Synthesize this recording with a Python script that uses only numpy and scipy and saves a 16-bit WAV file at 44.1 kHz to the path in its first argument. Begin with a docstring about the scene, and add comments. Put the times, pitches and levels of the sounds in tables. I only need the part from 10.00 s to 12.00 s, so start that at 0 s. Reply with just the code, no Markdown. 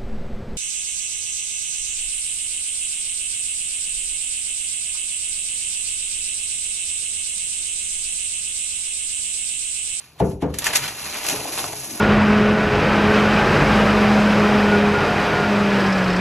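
"""Peeling up a floor tile

A stiff tile is pulled off a wooden floor in a small room, close to the microphones. Two main thumps
shake the boards; then the glue lets go with a few cracks and two sharp rips. Its tiny threads keep
snapping as the tile comes up, and the bending sheet flaps, rustles and ticks."""
import sys
import numpy as np
from scipy import signal
from scipy.fft import rfft, irfft, next_fast_len
from scipy.io import wavfile
from scipy.ndimage import map_coordinates

SR = 44100
rng = np.random.default_rng(int(sys.argv[2]) if len(sys.argv) > 2 else 0)


def master_out(mix):
    """Clip the mix to full scale and print it as 16-bit PCM to the path in sys.argv[1]."""
    frames = np.transpose(np.atleast_2d(mix))
    ceiling = np.clip(frames, -1, 1)
    pcm = np.round(ceiling * 32767).astype(np.int16)
    wavfile.write(sys.argv[1], SR, pcm)


N = 88200
T = np.arange(N) / SR

# the tone of cracking glue: f/Hz, level/dB
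CRACK_TONE = [(400, -15.5), (750, -4), (2200, 1.5), (3400, -0.5), (4800, -2.5), (7000, -1), (11200, -3),
              (12500, -12), (15000, -40)]
# the tone of the tile slipping or scuffing: f/Hz, level/dB
SLIP_TONE = [(200, -14), (720, 6.5), (1200, 0.5), (3600, 0.5), (5000, -7.5), (11000, -3.5), (14000, -32)]


def amp(db):
    """Turn decibels into a number to multiply by."""
    return 10 ** (np.asarray(db) / 20)


def unit(x):
    """Scale x to an average power of 1."""
    return x / np.sqrt(np.mean(x ** 2) + 1e-20)


def along(points, hz):
    """Read between the rows of a (frequency, value) table, on a pitch scale."""
    freqs, values = np.transpose(points)
    return np.interp(np.log(hz + 1), np.log(freqs + 1), values)


def curves(rows):
    """Join the rows of a timetable into one curve for each column after the time."""
    times, *columns = np.transpose(rows)
    return [np.interp(T, times, column) for column in columns]


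def wobble(rate):
    """A smooth curve through `rate` random values a second."""
    return map_coordinates(rng.standard_normal(int(N * rate / SR) + 4), [T * rate])


def coloured(x, tone, tilt_db=0):
    """Filter x to the given tone; tilt_db brightens it by that much per octave."""
    size = 2 * next_fast_len(N // 2 + 4096)
    hz = np.fft.rfftfreq(size, 1 / SR)
    gain = unit(amp(along(tone, hz) + tilt_db * np.log2(hz + 20)))
    # folding the cepstrum makes the filter ring after a click, never before it
    cepstrum = irfft(np.log(gain + 1e-6))
    cepstrum[1:size // 2] *= 2
    cepstrum[size // 2 + 1:] = 0
    return irfft(rfft(x, size) * np.exp(rfft(cepstrum)))[..., :N]


def dying_noise(fade_times, size):
    """Noise in which each frequency takes its own time to fade by 60 dB."""
    hz, t, spectrum = signal.stft(rng.standard_normal(size), SR, nperseg=256)
    fade = amp(-60 * t / along(fade_times, hz)[:, None])
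    return signal.istft(spectrum * fade, SR, nperseg=256)[1][:size]


def grains(per_s, spread_db):
    """Tiny clicks at random moments and of random size."""
    happens = rng.random(N) < per_s / SR
    size = amp(spread_db * np.clip(rng.standard_normal(N), -2, 2))
    return unit(happens * rng.choice([-1, 1], N) * size)


def swell(at, rise, fall):
    """A level that climbs to a sharp peak at time `at`, then dies away."""
    return np.exp(np.minimum((T - at) / rise, (at - T) / fall))


def burst(at, db, rise, fall):
    """A rush of tiny breaks; the more sudden it is, the harder the snap at its peak."""
    snap_db, snap_rise_s = 16, 0.00093
    clicks = swell(at, rise, fall) * grains(per_s=4500, spread_db=1)
    clicks[round(at * SR)] += amp(snap_db) * np.exp(-rise / snap_rise_s)
    return amp(db) * clicks


def peeling_glue():
    """Glue threads snap as the peeling edge moves in small jerks; now and then a thick one pops."""
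    # strength of the peeling: t/s, coarse crackle/dB, fine fizz/dB
    levels = [(0, -47.5, -49.5), (.17, -61, -63.5), (.26, -55, -46), (.325, -55, -48.5), (.39, -70, -71),
              (.53, -54, -56), (.6, -38.5, -42), (.7, -31, -35.5), (.79, -33, -37.5), (.89, -33, -35),
              (.94, -40, -37), (1.15, -32.5, -32), (1.21, -36.5, -36), (1.31, -31.5, -27.5),
              (1.41, -37, -34.5), (1.5, -36, -31.5), (1.6, -33, -28), (1.71, -40.5, -35),
              (1.84, -42, -33.5), (2, -40, -33)]
    # tone of the coarse crackle: f/Hz, level/dB
    coarse_tone = [(200, -4), (700, -1.5), (1500, -0.5), (2050, -0.5), (2550, 4.5), (3400, -2), (4300, 3),
                   (7000, -19.5), (12000, -45)]
    # tone of the fine fizz: f/Hz, level/dB
    fizz_tone = [(1000, -42), (3000, -14.5), (4800, -3), (6500, 0), (9000, -3), (10900, 4), (12000, -7.5),
                 (13300, -15.5), (15200, -62)]
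    coarse_db, fizz_db = curves(levels)
    jerk_db = 1.5 * wobble(rate=90)
    coarse = coloured(amp(coarse_db + jerk_db) * grains(per_s=2500, spread_db=-0.5), coarse_tone)
    pops = coloured(amp(coarse_db - 12.5) * grains(per_s=90, spread_db=3), CRACK_TONE)
    fizz = coloured(amp(fizz_db + jerk_db) * grains(per_s=2800, spread_db=-1), fizz_tone)
    return coarse + pops + fizz


def bending_tile():
    """The tile rustles and groans as it bends, over the low rumble of the floor."""
    # strength of the rubbing and bending: t/s, rustle/dB, rumble/dB
    levels = [(0, -83, -59), (.17, -56, -54.5), (.55, -62, -80), (.7, -36.5, -47), (.83, -47, -39),
              (.98, -47, -53), (1.07, -47.5, -43), (1.17, -43, -81), (1.35, -32, -37), (1.42, -37.5, -39.5),
              (1.47, -36.5, -57), (1.55, -37.5, -46), (1.67, -37, -44), (1.8, -47, -47.5), (2, -41.5, -46)]
    # tone of the tile's rustle: f/Hz, level/dB
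    rustle_tone = [(200, -15.5), (290, 4.5), (520, -1), (680, 5), (930, 1), (1100, -2.5), (2500, -43.5)]
    # tone of the floor's rumble: f/Hz, level/dB
    rumble_tone = [(20, -7.5), (45, -40), (72, -2.5), (95, -9.5), (135, 3.5), (200, -12.5), (1500, -33)]
    # the bent tile's low rub: t/s, level/dB, time spread/s, f/Hz, pitch spread/Hz
    low_rub = (1.925, -38, .045, 290, 90)
    rustle_db, rumble_db = curves(levels)
    rustle = coloured(amp(rustle_db) * grains(per_s=970, spread_db=-2), rustle_tone)
    rumble = coloured(amp(rumble_db) * rng.standard_normal(N), rumble_tone)
    at, db, spread_s, hz, spread_hz = low_rub
    phase = 2 * np.pi * hz * T
    rough_note = unit(wobble(2 * spread_hz) * np.sin(phase) + wobble(2 * spread_hz) * np.cos(phase))
    groan = amp(db) * np.exp(-.5 * ((T - at) / spread_s) ** 2) * rough_note
    return rustle + rumble + groan


def tile_flaps():
    """The tile clacks or flips over and rings hollowly; each hit favours the notes near one pitch."""
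    # the tile's hits: t/s, level/dB, favoured pitch/Hz
    hits = [(.2012, -9.5, 940), (.4225, -19.5, 970), (1.322, -24.5, 433), (1.45, -24.5, 770),
            (1.641, -26.5, 680), (1.731, -28, 725)]
    # the notes the tile rings at: f/Hz, level/dB, time to fade 60 dB/s
    notes = [(295, 1.5, 0.11), (424.2, -6.5, 0.45), (688.6, 0.5, 0.071), (835, 3, 0.041),
             (941, -7.5, 0.054)]
    octave_away_db = -10
    out = np.zeros(N)
    for at, db, centre_hz in hits:
        t = np.maximum(T - at, 0)
        ring = np.zeros(N)
        for hz, note_db, fade_s in notes:
            start_db = note_db + octave_away_db * np.log2(hz / centre_hz) ** 2
            ring += amp(start_db - 60 * t / fade_s) * np.sin(2 * np.pi * hz * t)
        attack = 1 - np.exp(-(t * centre_hz / 2) ** 2)
        out += amp(db) * ring * attack
    return out


def floor_thumps():
    """The tile scuffs down and the boards ring over a dull thud, their low notes building slowly."""
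    # blows on the floor: t/s, level/dB, rise/s, tilt/dB per octave, spot struck/0 to 1
    blows = [(.2025, -14.5, 0.0072, 0, 0.09), (0.317, -28, 0.0045, -13, 1), (.424, -17.5, 0.0029, 0.6, 0.7),
             (1.322, -53.5, .006, 4, 0.5)]
    # the boards' notes: f/Hz, level at spot 0/dB, level at spot 1/dB, time to fade 60 dB/s
    notes = [(57.4, -35, -13, 0.96), (74.8, -6.5, 1.5, 0.48), (102, -17, -14, 0.26), (129.5, -2, -24, 0.37),
             (154, -3, -4, 0.46), (184.6, 0, -13.5, 0.45), (286.6, -7.5, -7, 0.52), (310.8, -0.5, -14, 0.3),
             (389.7, -4, -17.5, 0.68), (439.6, -3, -10, 0.35), (495, -5.5, -6, 0.38), (524, -10, -13, 0.52),
             (676, -0.5, -29, 0.25), (878, -7.5, -30, 0.32)]
    # tone of the thud: f/Hz, level/dB
    thud_tone = [(25, -31), (65, 6), (420, 1.5), (880, -7.5), (1200, -14), (3500, -30), (11000, -38),
                 (14000, -64)]
    # how long the thud lasts: f/Hz, time to fade 60 dB/s
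    thud_fade = [(60, 0.47), (900, 0.37), (2000, 0.2), (10000, 0.069)]
    lowest_hz, build_cycles, scuff_s = notes[0][0], 0.81, 0.0079
    out = np.zeros(N)
    for at, db, rise, tilt, spot in blows:
        t = np.maximum(T - at, 0)
        attack = 1 - np.exp(-t / rise)
        ring = np.zeros(N)
        for hz, spot0_db, spot1_db, fade_s in notes:
            start_db = spot0_db + spot * (spot1_db - spot0_db) + tilt * np.log2(hz / lowest_hz)
            build = 1 - np.exp(-(t * hz / build_cycles) ** 2)
            wave = np.sin(2 * np.pi * (hz * t + rng.random()))
            ring += amp(start_db - 60 * t / fade_s) * build * wave
        noise = np.pad(dying_noise(thud_fade, N), (round(at * SR), 0))[:N]
        thud = coloured(noise * attack, thud_tone, tilt)
        scuff = coloured(swell(at, scuff_s, scuff_s) * rng.standard_normal(N), SLIP_TONE)
        out += amp(db) * (amp(-2.5) * ring * attack + amp(-1.5) * thud + amp(-18.5) * scuff)
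    return out


def cracks():
    """Patches of glue give way; during the first rip the stiff tile itself snaps."""
    # breaks in the glue: t/s, level/dB, rise/s, fall/s, tilt/dB per octave
    breaks = [(0.541, -28, 0.0006, 0.0092, 0), (0.587, -16, 0.0004, 0.0061, 4),
              (0.621, -24.5, 0.00092, 0.0093, -1.5), (0.6435, -19, 0.00088, 0.009, 3),
              (0.669, -15, 0.0088, 0.009, -.3), (.737, -20, 0.0058, 0.013, -0.5),
              (0.757, -11, 0.0044, 0.013, 1), (0.772, -15.5, 0.0073, 0.0018, 5.5),
              (0.842, -24, 0.015, 0.018, -0.5), (0.879, -23.5, 0.00098, 0.012, -1),
              (1.16, -27.5, 0.018, 0.01, -3), (1.233, -21, 0.00045, 0.0035, -1.5),
              (1.249, -25.5, 0.00089, 0.014, -1.5), (1.266, -19.5, .001, 0.0062, 1),
              (1.2875, -12.5, 0.00091, 0.0023, 2.5), (1.298, -17.5, .0012, 0.0054, 2),
              (1.329, -24, 0.0027, 0.0054, -2)]
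    # the tile's snap: t/s, level/dB, fall/s
    tile_snap = (.6668, -15.5, 0.005)
    # tone of that snap: f/Hz, level/dB
    snap_tone = [(500, -10), (1400, -1.5), (2000, 7.5), (2900, -10), (14000, -27)]
    glue = sum(coloured(burst(at, db, rise, fall), CRACK_TONE, tilt)
               for at, db, rise, fall, tilt in breaks)
    at, db, fall = tile_snap
    snap = amp(db) * (T > at) * swell(at, fall, fall) * rng.standard_normal(N)
    return glue + coloured(snap, snap_tone)


def tile_ticks():
    """The bent tile slips a little, each time with a dry tick."""
    # short slips: t/s, level/dB, rise/s, fall/s
    slips = [(1.533, -28, 0.00083, 0.0045), (1.577, -23, 0.00045, 0.0085), (1.589, -23, 0.0032, 0.011),
             (1.642, -18.5, .0004, 0.0025), (1.682, -28, 0.00055, 0.0013), (1.7311, -26, 0.00024, 0.0043)]
    return coloured(sum(burst(*slip) for slip in slips), SLIP_TONE)


def room(x):
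    """The direct sound and, about 3 ms later, the short echo from the walls."""
    # how long the echo lasts: f/Hz, time to fade 60 dB/s
    echo_fade = [(150, 0.38), (2000, 0.17), (10000, 0.18)]
    tail = dying_noise(echo_fade, size=16384)
    echo = np.pad(tail / np.linalg.norm(tail), (130, 0))
    return x + amp(-7.5) * signal.fftconvolve(x, echo)[:N]


def spread_to_stereo(x):
    """Spread the sound over left and right: at each pitch the two sides differ a little in timing, level and
    likeness."""
    # how far the left side is ahead: f/Hz, phase/radians
    lead = [(100, 0), (1000, -.25), (1500, 0), (3000, 0), (4000, 1.7), (5000, 3.6), (5700, 6.28),
            (6150, 6.3), (8400, 9.35), (9500, 9.45), (11900, 12.57)]
    # how alike the two sides are: f/Hz, likeness/0 to 1
    likeness = [(120, .997), (700, .86), (1600, .997), (2500, .98), (3400, .3), (5300, .7), (6000, .99),
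                (7800, .78), (8800, .999), (10800, .85), (12000, .997)]
    # how much louder the left side is: f/Hz, level/dB
    balance = [(60, .5), (640, 2.8), (1100, -.3), (3200, -1), (4200, .1)]
    size = next_fast_len(N + 8192)
    hz = np.fft.rfftfreq(size, 1 / SR)
    spectrum = signal.stft(x, nperseg=256)[2]
    scrambled = spectrum * np.exp(2j * np.pi * rng.random(spectrum.shape))
    scatter = unit(signal.istft(scrambled, nperseg=256)[1][:N]) * np.std(x)
    mix_angle = np.arccos(np.clip(along(likeness, hz), 0, 1)) / 2
    sides = np.array([[1], [-1]])  # left, right
    pair = np.cos(mix_angle) * rfft(x, size) + sides * np.sin(mix_angle) * rfft(scatter, size)
    gain = amp(sides * along(balance, hz) / 2)
    timing = np.exp(.5j * sides * along(lead, hz))
    return irfft(pair * gain * timing, size)[:, :N]


def scene():
    """Thumps, then the tile coming up; only the cracks, ticks and crackle get the room's echo."""
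    low_sounds = floor_thumps() + tile_flaps() + bending_tile()
    sharp_sounds = cracks() + tile_ticks() + peeling_glue()
    return spread_to_stereo(low_sounds + room(sharp_sounds))


def record(dry):
    """Cut the deepest bass, round off the tallest peaks and remove the highest treble."""
    low_cut_hz, ceiling, top_hz = 23, .85, 15300
    x = signal.sosfilt(signal.butter(4, low_cut_hz, "high", fs=SR, output="sos"), dry)
    rounded = x / (1 + np.abs(x / ceiling) ** 6) ** (1 / 6)
    size = next_fast_len(N + 8192)
    below_top = np.fft.rfftfreq(size, 1 / SR) < top_hz
    return irfft(rfft(rounded, size) * below_top, size)[:, :N]


dry = scene()
out = record(dry)
master_out(out)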